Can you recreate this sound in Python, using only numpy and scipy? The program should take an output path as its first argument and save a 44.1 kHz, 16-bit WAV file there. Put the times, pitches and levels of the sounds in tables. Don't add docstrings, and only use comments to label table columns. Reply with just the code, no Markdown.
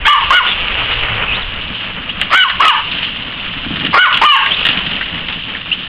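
import sys
import numpy as np
from scipy import signal
from scipy.fft import rfft, irfft, next_fast_len
from scipy.io import wavfile
from scipy.ndimage import uniform_filter1d

SR = 44100
rng = np.random.default_rng(int(sys.argv[2]) if len(sys.argv) > 2 else 0)


def unload_wav(signal):
    wavfile.write(
        sys.argv[1],
        SR,
        np.round(np.clip(np.atleast_2d(signal).T, -1, 1) * 32767).astype(np.int16),
    )


N = 259302
TIME = np.arange(N) / SR


def amp(db):
    return 10 ** (np.asarray(db) / 20)


def evened(x):
    return x / np.sqrt(np.mean(x ** 2) + 1e-20)


def read(points, hz):
    f, value = np.transpose(points)
    return np.interp(np.log(hz + 1), np.log(f + 1), value)


def follow(rows, t):
    s, *columns = np.transpose(rows)
    return [np.interp(t, s, c) for c in columns]


def add(mix, s, sound):
    part = mix[max(round(s * SR), 0):][:len(sound)]
    part += sound[:len(part)]


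def coloured(x, spectrum):
    size = next_fast_len(2 * len(x))
    gain = amp(read(spectrum, np.fft.rfftfreq(size, 1 / SR)))
    return irfft(rfft(x, size) * gain, size)[:len(x)]


def wander(count, hz):
    size = next_fast_len(count)
    f = np.fft.rfftfreq(size, 1 / SR)
    spectrum = rfft(rng.standard_normal(size)) * np.exp(-(f / hz) ** 2)
    return evened(irfft(spectrum, size))[:count]


def ring(x, modes):
    out = 0
    for k, (hz, width_hz, db) in enumerate(modes):
        b, a = signal.iirpeak(hz, hz / width_hz, SR)
        out = out + amp(db) * signal.lfilter(b, a, x * (-1) ** k)
    return out


# time in seconds, level in dB.
WIND_LEVEL = [(0, -28.5), (.25, -26.5), (.95, -25.5), (1.7, -31.5), (2.3, -31), (3, -35.5), (4.6, -35.5),
              (5.88, -37)]
# frequency in Hz, relative level in dB.
GUST_SPECTRUM = [(10, -2.5), (30, 0.5), (70, -4.5), (120, -18), (300, -47), (1000, -70.5)]


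def wind(lump_db=2.5, lump_hz=8.7):
    level_db, = follow(WIND_LEVEL, TIME)
    gusts = rng.standard_normal(N) * amp(lump_db * wander(N, lump_hz))
    return amp(level_db) * evened(coloured(gusts, GUST_SPECTRUM))


# time in seconds, level in dB.
DRONE_LEVEL = [(.3, -71), (.75, -37), (1.15, -27.5), (1.45, -39.5), (1.9, -43)]


def drone(hz=112, width_hz=14):
    level_db, = follow(DRONE_LEVEL, TIME)
    turn = 2 * np.pi * hz * TIME
    tone = wander(N, width_hz) * np.cos(turn) + wander(N, width_hz) * np.sin(turn)
    return amp(level_db) * tone


# frequency in Hz, time to fall 60 dB in seconds.
YARD_T60 = [(300, 0.24), (1100, 0.32), (3000, 0.37), (5000, 0.11)]


def yard(x, wall_s=0.047, wall_db=-13, scatter_s=0.017, near_db=-17, near_s=0.029, tail_db=-15):
    t = np.arange(SR * 2 // 3) / SR
    sparse = rng.random(len(t)) < .05
    taps = rng.standard_normal(len(t)) * sparse * np.minimum(t / 0.0032, 1)
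    hz, s, z = signal.stft(taps, SR, nperseg=256)
    decay = amp(-60 * s / read(YARD_T60, hz)[:, None])
    tail = signal.istft(z * decay, SR, nperseg=256)[1][:len(t)]
    near = rng.standard_normal(len(t)) * np.exp(-t / near_s)
    wall = rng.standard_normal(len(t)) * (t > wall_s) * np.exp(-abs(t - wall_s) / scatter_s)
    response = amp(near_db) * evened(near) + amp(wall_db) * evened(wall) + amp(tail_db) * evened(tail)
    return signal.fftconvolve(x, response / np.sqrt(len(t)))[:N]


# time in seconds, relative peak level in dB.
PAW_LANDINGS = [(1.705, -17.5), (3.664, -13.5), (3.707, -10.5), (3.744, -24), (3.77, -21), (3.848, -16.5),
                (3.89, -14), (4.691, -15.5), (4.77, -19.5), (4.871, -16.5)]
# frequency in Hz, width in Hz, gain in dB.
DECK_MODES = [(163, 82, -1), (196, 40, 1.5), (274, 89, 0.5), (390, 69, -16.5)]
# frequency in Hz, relative level in dB.
DRUM_SPECTRUM = [(50, -11.5), (85, 2.5), (115, -3.5), (170, 8), (290, 1.5), (420, -14), (800, -23.5),
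                 (2000, -64)]


def paws(paw_db=-2, scuff=0.27, scuff_s=0.0099):
    out, t = np.zeros(N), np.arange(SR // 8) / SR
    for s, peak_db in PAW_LANDINGS:
        blow = np.exp(-t * 2000) + scuff * rng.standard_normal(len(t)) * np.exp(-t / scuff_s)
        boom = coloured(ring(blow, DECK_MODES), DRUM_SPECTRUM)
        add(out, s, amp(peak_db + paw_db) * boom / abs(boom).max())
    return out


# frequency in Hz, relative level in dB.
SCRUB_SPECTRUM = [(200, -19.5), (450, -2.5), (800, -3.5), (1200, 1.5), (1700, 0), (2200, 1.5), (3000, 5.5),
                  (4200, -31.5), (5500, -29)]


def wheels(scrub_db, drum_db, grain_db=-1.5, bump_db=1.83, tyre_db=-1, deck_db=-2, thud_db=2.0):
    grit = rng.standard_normal(N) * amp(grain_db * wander(N, 400))
    scrub = amp(scrub_db + tyre_db) * evened(coloured(grit, SCRUB_SPECTRUM))
    thuds = rng.standard_normal(N) * amp(thud_db * wander(N, 45))
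    drum = amp(drum_db + deck_db) * evened(coloured(thuds, DRUM_SPECTRUM))
    return (scrub + drum) * amp(bump_db * wander(N, 16))


SLIP_EDGE_S = 0.032
# start in seconds, length in seconds, teeth per second, share of the buzz power 0-1.
GEAR_SLIPS = [(.2, 0.65, 188, 0.79), (0.985, 0.13, 240, 1)]


def slipping():
    rate, share = np.zeros((2, N))
    for start, length, teeth_per_s, part in GEAR_SLIPS:
        held = np.clip(np.minimum(TIME - start, start + length - TIME) / SLIP_EDGE_S, 0, 1)
        rate = np.where(TIME >= start, teeth_per_s, rate)
        share += part * held
    return rate, np.clip(share, 0, 1)


# frequency in Hz, width in Hz, gain in dB.
SHELL_MODES = [(2707, 744, -4.5), (2892, 495, 1), (3178, 312, -2), (3500, 660, -9.5)]


def gears(level_db, ticks_per_s=4000, spread_db=4.5, flutter_db=1.23, gear_db=-1, slip_db=2,
          stagger=0.0866, box_hz=2820, box_width_hz=900):
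    sizes = amp(spread_db * np.minimum(rng.exponential(1, N), 4))
    mesh = sizes * rng.choice([-1, 1], N) * (rng.random(N) < ticks_per_s / SR)
    rate, share = slipping()
    teeth = np.floor(np.cumsum(rate * (1 + stagger * wander(N, 149.6))) / SR)
    snaps = np.diff(teeth, prepend=0) * amp(slip_db * rng.standard_normal(N))
    gearbox = [(box_hz, box_width_hz, 0)]
    ratchet = ring(ring(snaps, gearbox), gearbox)
    buzz = np.sqrt(1 - share) * evened(ring(mesh, SHELL_MODES)) + np.sqrt(share) * evened(ratchet)
    return buzz * amp(level_db + gear_db + flutter_db * wander(N, 37))


SQUEAL_ATTACK_S, SQUEAL_FADE_DB = 0.005, -7.5


def squeal(start, length, first_hz, last_hz, level_db, waver=0.04, chatter_db=3.5):
    t = np.arange(0, length, 1 / SR)
    hz = first_hz + (last_hz - first_hz) * t / length
    edges = np.clip(np.minimum(t, length - t) / SQUEAL_ATTACK_S, 0, 1)
    level_db = level_db + SQUEAL_FADE_DB * t / length + chatter_db * wander(len(t), 150)
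    turns = np.cumsum(hz * (1 + waver * wander(len(t), 440))) / SR
    return start, np.sqrt(2) * edges * amp(level_db) * np.sin(2 * np.pi * turns)


# start in seconds, length in seconds, first and last pitch in Hz, rms level before the fade in dB.
MOTOR_SQUEALS = [(.474, .064, 3500, 3405, -14.5), (1.275, 0.065, 2710, 2446, -15.5),
                 (1.321, .052, 2700, 4080, -16.5), (1.418, .03, 3960, 2880, -19.5),
                 (2.089, 0.034, 2524, 3650, -15), (4.506, 0.05, 2954, 3760, -11),
                 (5.712, .034, 2713, 3127, -8)]


def squeals():
    out = np.zeros(N)
    for row in MOTOR_SQUEALS:
        add(out, *squeal(*row))
    return out


RATTLE_S = 0.0083
# frequency in Hz, width in Hz, gain in dB.
BOARD_MODES = [(660, 190, -14), (1290, 260, -2.5), (1667, 510, 6), (1890, 600, 10), (2150, 990, 1)]


def knock(peak_db, board_db, rattle=0.4):
    t = np.arange(SR // 20) / SR
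    blow = rattle * rng.standard_normal(len(t)) * np.exp(-t / RATTLE_S)
    blow[0] += 1
    sound = evened(ring(blow, SHELL_MODES)) + amp(board_db) * evened(ring(blow, BOARD_MODES))
    return amp(peak_db) * sound / abs(sound).max()


REBOUND_S = .015
BUMPS_PER_S, BUMP_DB, BUMP_SPREAD_DB, BUMP_BOARD_DB = 14, -6.5, 1, -2.5
# time in seconds, peak in dB, board against shell in dB, rebound against first blow in dB.
TRUCK_KNOCKS = [(.449, -3, -2, -9), (0.913, -7, -20, -3.5), (1.829, -16, -10, -3), (2.2136, 4, -4, -12.5),
                (2.483, 1.5, -2.5, 0.5), (2.6815, 14.5, -23, -27.5), (2.914, -7, -14, -3),
                (2.969, -12.5, -5.5, 0), (3.029, -2, -10.5, -2), (3.798, -10.5, -10, -6),
                (3.848, -4, -6.5, -0.5), (4.0566, 12.5, -0.5, -10), (4.127, 4, -10.5, 0),
                (4.1703, -0.5, -8, -29), (4.378, -1.5, -16.5, -22.5), (4.461, -2.5, 3.5, -10),
                (4.651, 2, -5.5, 0), (4.687, 2.5, -7, -22.5), (4.773, -3, -5.5, -3.5),
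                (4.864, -5.5, -5.5, -11.5), (4.932, -12, -14.5, -14), (5.01, -4, 4.5, -8),
                (5.145, -10, -5, -16), (5.283, -5, -5, -3), (5.324, -7.5, -8, -7), (5.549, -8, 5, -12.5)]


def knocks(metres):
    out = np.zeros(N)
    for s, peak_db, board_db, rebound_db in TRUCK_KNOCKS:
        add(out, s, knock(peak_db, board_db))
        add(out, s + REBOUND_S, knock(peak_db + rebound_db, board_db))
    size_db = BUMP_DB - 20 * np.log10(metres) + BUMP_SPREAD_DB * rng.standard_normal(N)
    for at in np.flatnonzero(rng.random(N) < BUMPS_PER_S / SR):
        add(out, at / SR, knock(size_db[at], BUMP_BOARD_DB))
    return out


START_SHARE, END_SHARE, ARCH = 0.68, .66, 0.02
SILENT_DB, RELEASE_S, RELEASE_DB, RELEASE_ROUGH = -27, .05, -18.5, 0.41
CLEARING_S, CLEAR_ROUGH = 0.029, .02


def bark(start, attack, rise, hold, drop, top_hz, sag, crack_hz, hoarse, hoarse_db, clear_db, hoarse_rough):
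    t = np.arange(0, rise + hold + RELEASE_S, 1 / SR)
    climb = np.minimum(t / rise, 1)
    clear = np.clip((t - hoarse) / CLEARING_S + 1, 0, 1)
    held = np.clip(t - rise, 0, hold)
    after = np.maximum(t - rise - hold, 0)
    release = after / RELEASE_S
    hz = top_hz * (START_SHARE + (1 - START_SHARE) * climb + ARCH * np.sin(np.pi * held / hold))
    hz = hz + crack_hz * (t < rise) - sag * held
    hz = hz * (END_SHARE + (1 - END_SHARE) * np.exp(-after / drop))
    effort_db = hoarse_db + (clear_db - hoarse_db) * clear
    effort_db = effort_db + SILENT_DB * np.maximum(1 - t / attack, 0) + RELEASE_DB * release
    rough = hoarse_rough + (CLEAR_ROUGH - hoarse_rough) * clear + RELEASE_ROUGH * release
    return start + t, hz, effort_db, np.clip(rough, 0, 1)


UPPER_DB_PER_S = 70
# frequency in Hz, relative level in dB.
THROAT_SPECTRUM = [(150, -32), (450, -19.5), (740, -21.5), (900, 11), (1150, 9), (1480, 0), (1750, -5),
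                   (2150, -12.5), (2550, -9), (2750, -2), (2950, 1), (3150, -10.5), (3450, -21),
                   (4000, -19.5), (5000, -38.5)]
HISS_SPECTRUM = [(600, -60.5), (1400, -17.5), (1800, -5.5), (2200, 3.5), (2600, -19.5), (3200, 5),
                 (3700, -13), (4500, -26)]
RASP_SPECTRUM = [(100, -41), (300, -12), (500, -10), (800, -4.5), (1200, 1.5), (1550, -8), (1900, -3.5),
                 (2350, -4.5), (3100, -17.5), (3800, -14.5), (5000, -9.5)]


def voice(t, hz, effort_db, rough, hiss_db, upper_db, jitter=.085, jitter_hz=300, tremor=0.015,
          shimmer_db=2, puff_db=-1, fundamental_db=-11):
    turns = np.cumsum(hz * (1 + (tremor + jitter * rough) * wander(len(t), jitter_hz))) / SR
    upper_db = upper_db + UPPER_DB_PER_S * (t - t.mean())
    folds = 0
    for k in range(1, 9):
        level_db = fundamental_db * (k == 1) + upper_db * (k > 3)
        level_db = level_db + shimmer_db * np.sqrt(k / 2) * wander(len(t), 60)
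        folds = folds + amp(level_db) * np.cos(2 * np.pi * k * turns + k * k)
    puffs = (2 + np.cos(2 * np.pi * turns)) * rng.standard_normal(len(t))
    tone = evened(coloured(folds, THROAT_SPECTRUM))
    hiss = amp(hiss_db) * evened(coloured(puffs, HISS_SPECTRUM))
    rasp = amp(puff_db) * evened(coloured(puffs, RASP_SPECTRUM))
    sound = (1 - rough) * (tone + hiss) + rough * rasp
    sound /= np.sqrt(uniform_filter1d(sound ** 2, size=600) + 1e-6)
    return t[0], amp(effort_db) * sound * signal.windows.tukey(len(t), .04)


# start, attack, pitch rise, hold and pitch drop in seconds, top pitch in Hz,
# sag in Hz per second, pitch offset during the rise in Hz, hoarse part in seconds,
# hoarse and clear effort in relative dB, hoarse roughness 0-1, hiss against tone in dB,
# harmonics above the third at mid-bark in relative dB, share sent to the wall in dB.
PUPPY_BARKS = [ (.048, 0.0055, 0.034, 0.053, 0.041, 576.4, 3, 340.5, 0.04, -11.5, 4.5, 0.21, -10.5, -1, 4),
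               (.302, 0.0049, .038, 0.049, .016, 723, 103, 1, 0.063, -1.5, 2, 0.4, -15.5, -0.5, -1.5),
               (2.298, 0.049, .066, .072, 0.016, 760.5, 401, -0.5, 0.064, 3, 4.5, 0.66, -13.5, 0, -3.5),
               (2.595, 0.012, .030, .072, .028, 666, 951, -1, .108, -1.5, 8.5, 0.37, -15.5, 4, 1),
               (3.925, 0.022, .070, 0.05, .018, 726.4, 47, -0.5, .070, 0, 8, .7, -21.5, -7, 0),
               (4.210, 0.0078, 0.044, 0.097, 0.021, 608, 751.5, -0.5, .052, -2, 8, 0.58, -28, 9.5, 2.5), ]


def barks(dog_db):
    dog, thrown = np.zeros((2, N))
    for *push, hiss_db, upper_db, wall_db in PUPPY_BARKS:
        s, sound = voice(*bark(*push), hiss_db, upper_db)
        add(dog, s, amp(dog_db) * sound)
        add(thrown, s, amp(dog_db + wall_db) * sound)
    return dog, thrown


DRUM_DB = -21.5
# time in seconds, gear buzz and tyre scrub in relative dB.
DRIVE_LEVELS = [(0, -31, -23.5), (.05, -32, -22), (.24, -18, -21), (.46, -15, -18), (.58, -19, -19.5),
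                (.97, -19, -16.5), (1.25, -24.5, -16.5), (1.58, -25.5, -24.5), (1.82, -21.5, -23),
                (1.95, -28, -26.5), (2.85, -21.5, -23.5), (3.04, -19.5, -25), (3.16, -24, -26),
                (3.55, -23.5, -24.5), (4.15, -23.5, -23), (4.68, -16, -20.5), (5.2, -24.5, -25.5),
                (5.88, -23.5, -30.5)]
# time in seconds, distance in metres.
TRUCK_DISTANCE = [(0, 4.6), (2.5, 3.1), (3.3, 3.3), (3.78, 1.1), (4.5, 3.5), (5.1, 2.35), (5.88, 4.4)]


def scene(dog_db=3, clatter_db=-3):
    buzz_db, scrub_db = follow(DRIVE_LEVELS, TIME)
    metres, = follow(TRUCK_DISTANCE, TIME)
    background = wind() + drone()
    rolling = gears(buzz_db) + wheels(scrub_db, DRUM_DB - 20 * np.log10(metres))
    clatter = squeals() + knocks(metres)
    dog, thrown = barks(dog_db)
    echoes = yard(thrown + amp(clatter_db) * clatter)
    return (background + echoes + paws() + rolling + clatter + dog)[None]


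EDGE_HZ = 15900
# frequency in Hz, gain in dB.
MICROPHONE_RESPONSE = [(3100, -0.5), (3500, -2), (3900, -5.5), (4400, -9.5), (5200, -16.5), (5700, -55.5),
                       (7000, -97)]


def record(dry, limit_db=-7.0, recover_db_per_s=170, attack_s=0.0022, knee=17):
    x = coloured(dry[0], MICROPHONE_RESPONSE)
    power_db = 10 * np.log10(abs(uniform_filter1d(x ** 2, size=200)) + 1e-12)
    fall_db = TIME * recover_db_per_s
    held_db = np.maximum.accumulate(power_db + fall_db) - fall_db
    over_db = np.maximum(held_db - limit_db, 0)
    lag = np.exp(-1 / (attack_s * SR))
    x = x / amp(signal.lfilter([1 - lag], [1, -lag], over_db))
    x = x / (1 + abs(x) ** knee) ** (1 / knee)
    x = x * signal.windows.tukey(N, .001)
    lowpass = signal.firwin(511, EDGE_HZ, window=("kaiser", 9), fs=SR)
    return signal.oaconvolve(x, lowpass, "same")[None]


dry = scene()
out = record(dry)
unload_wav(out)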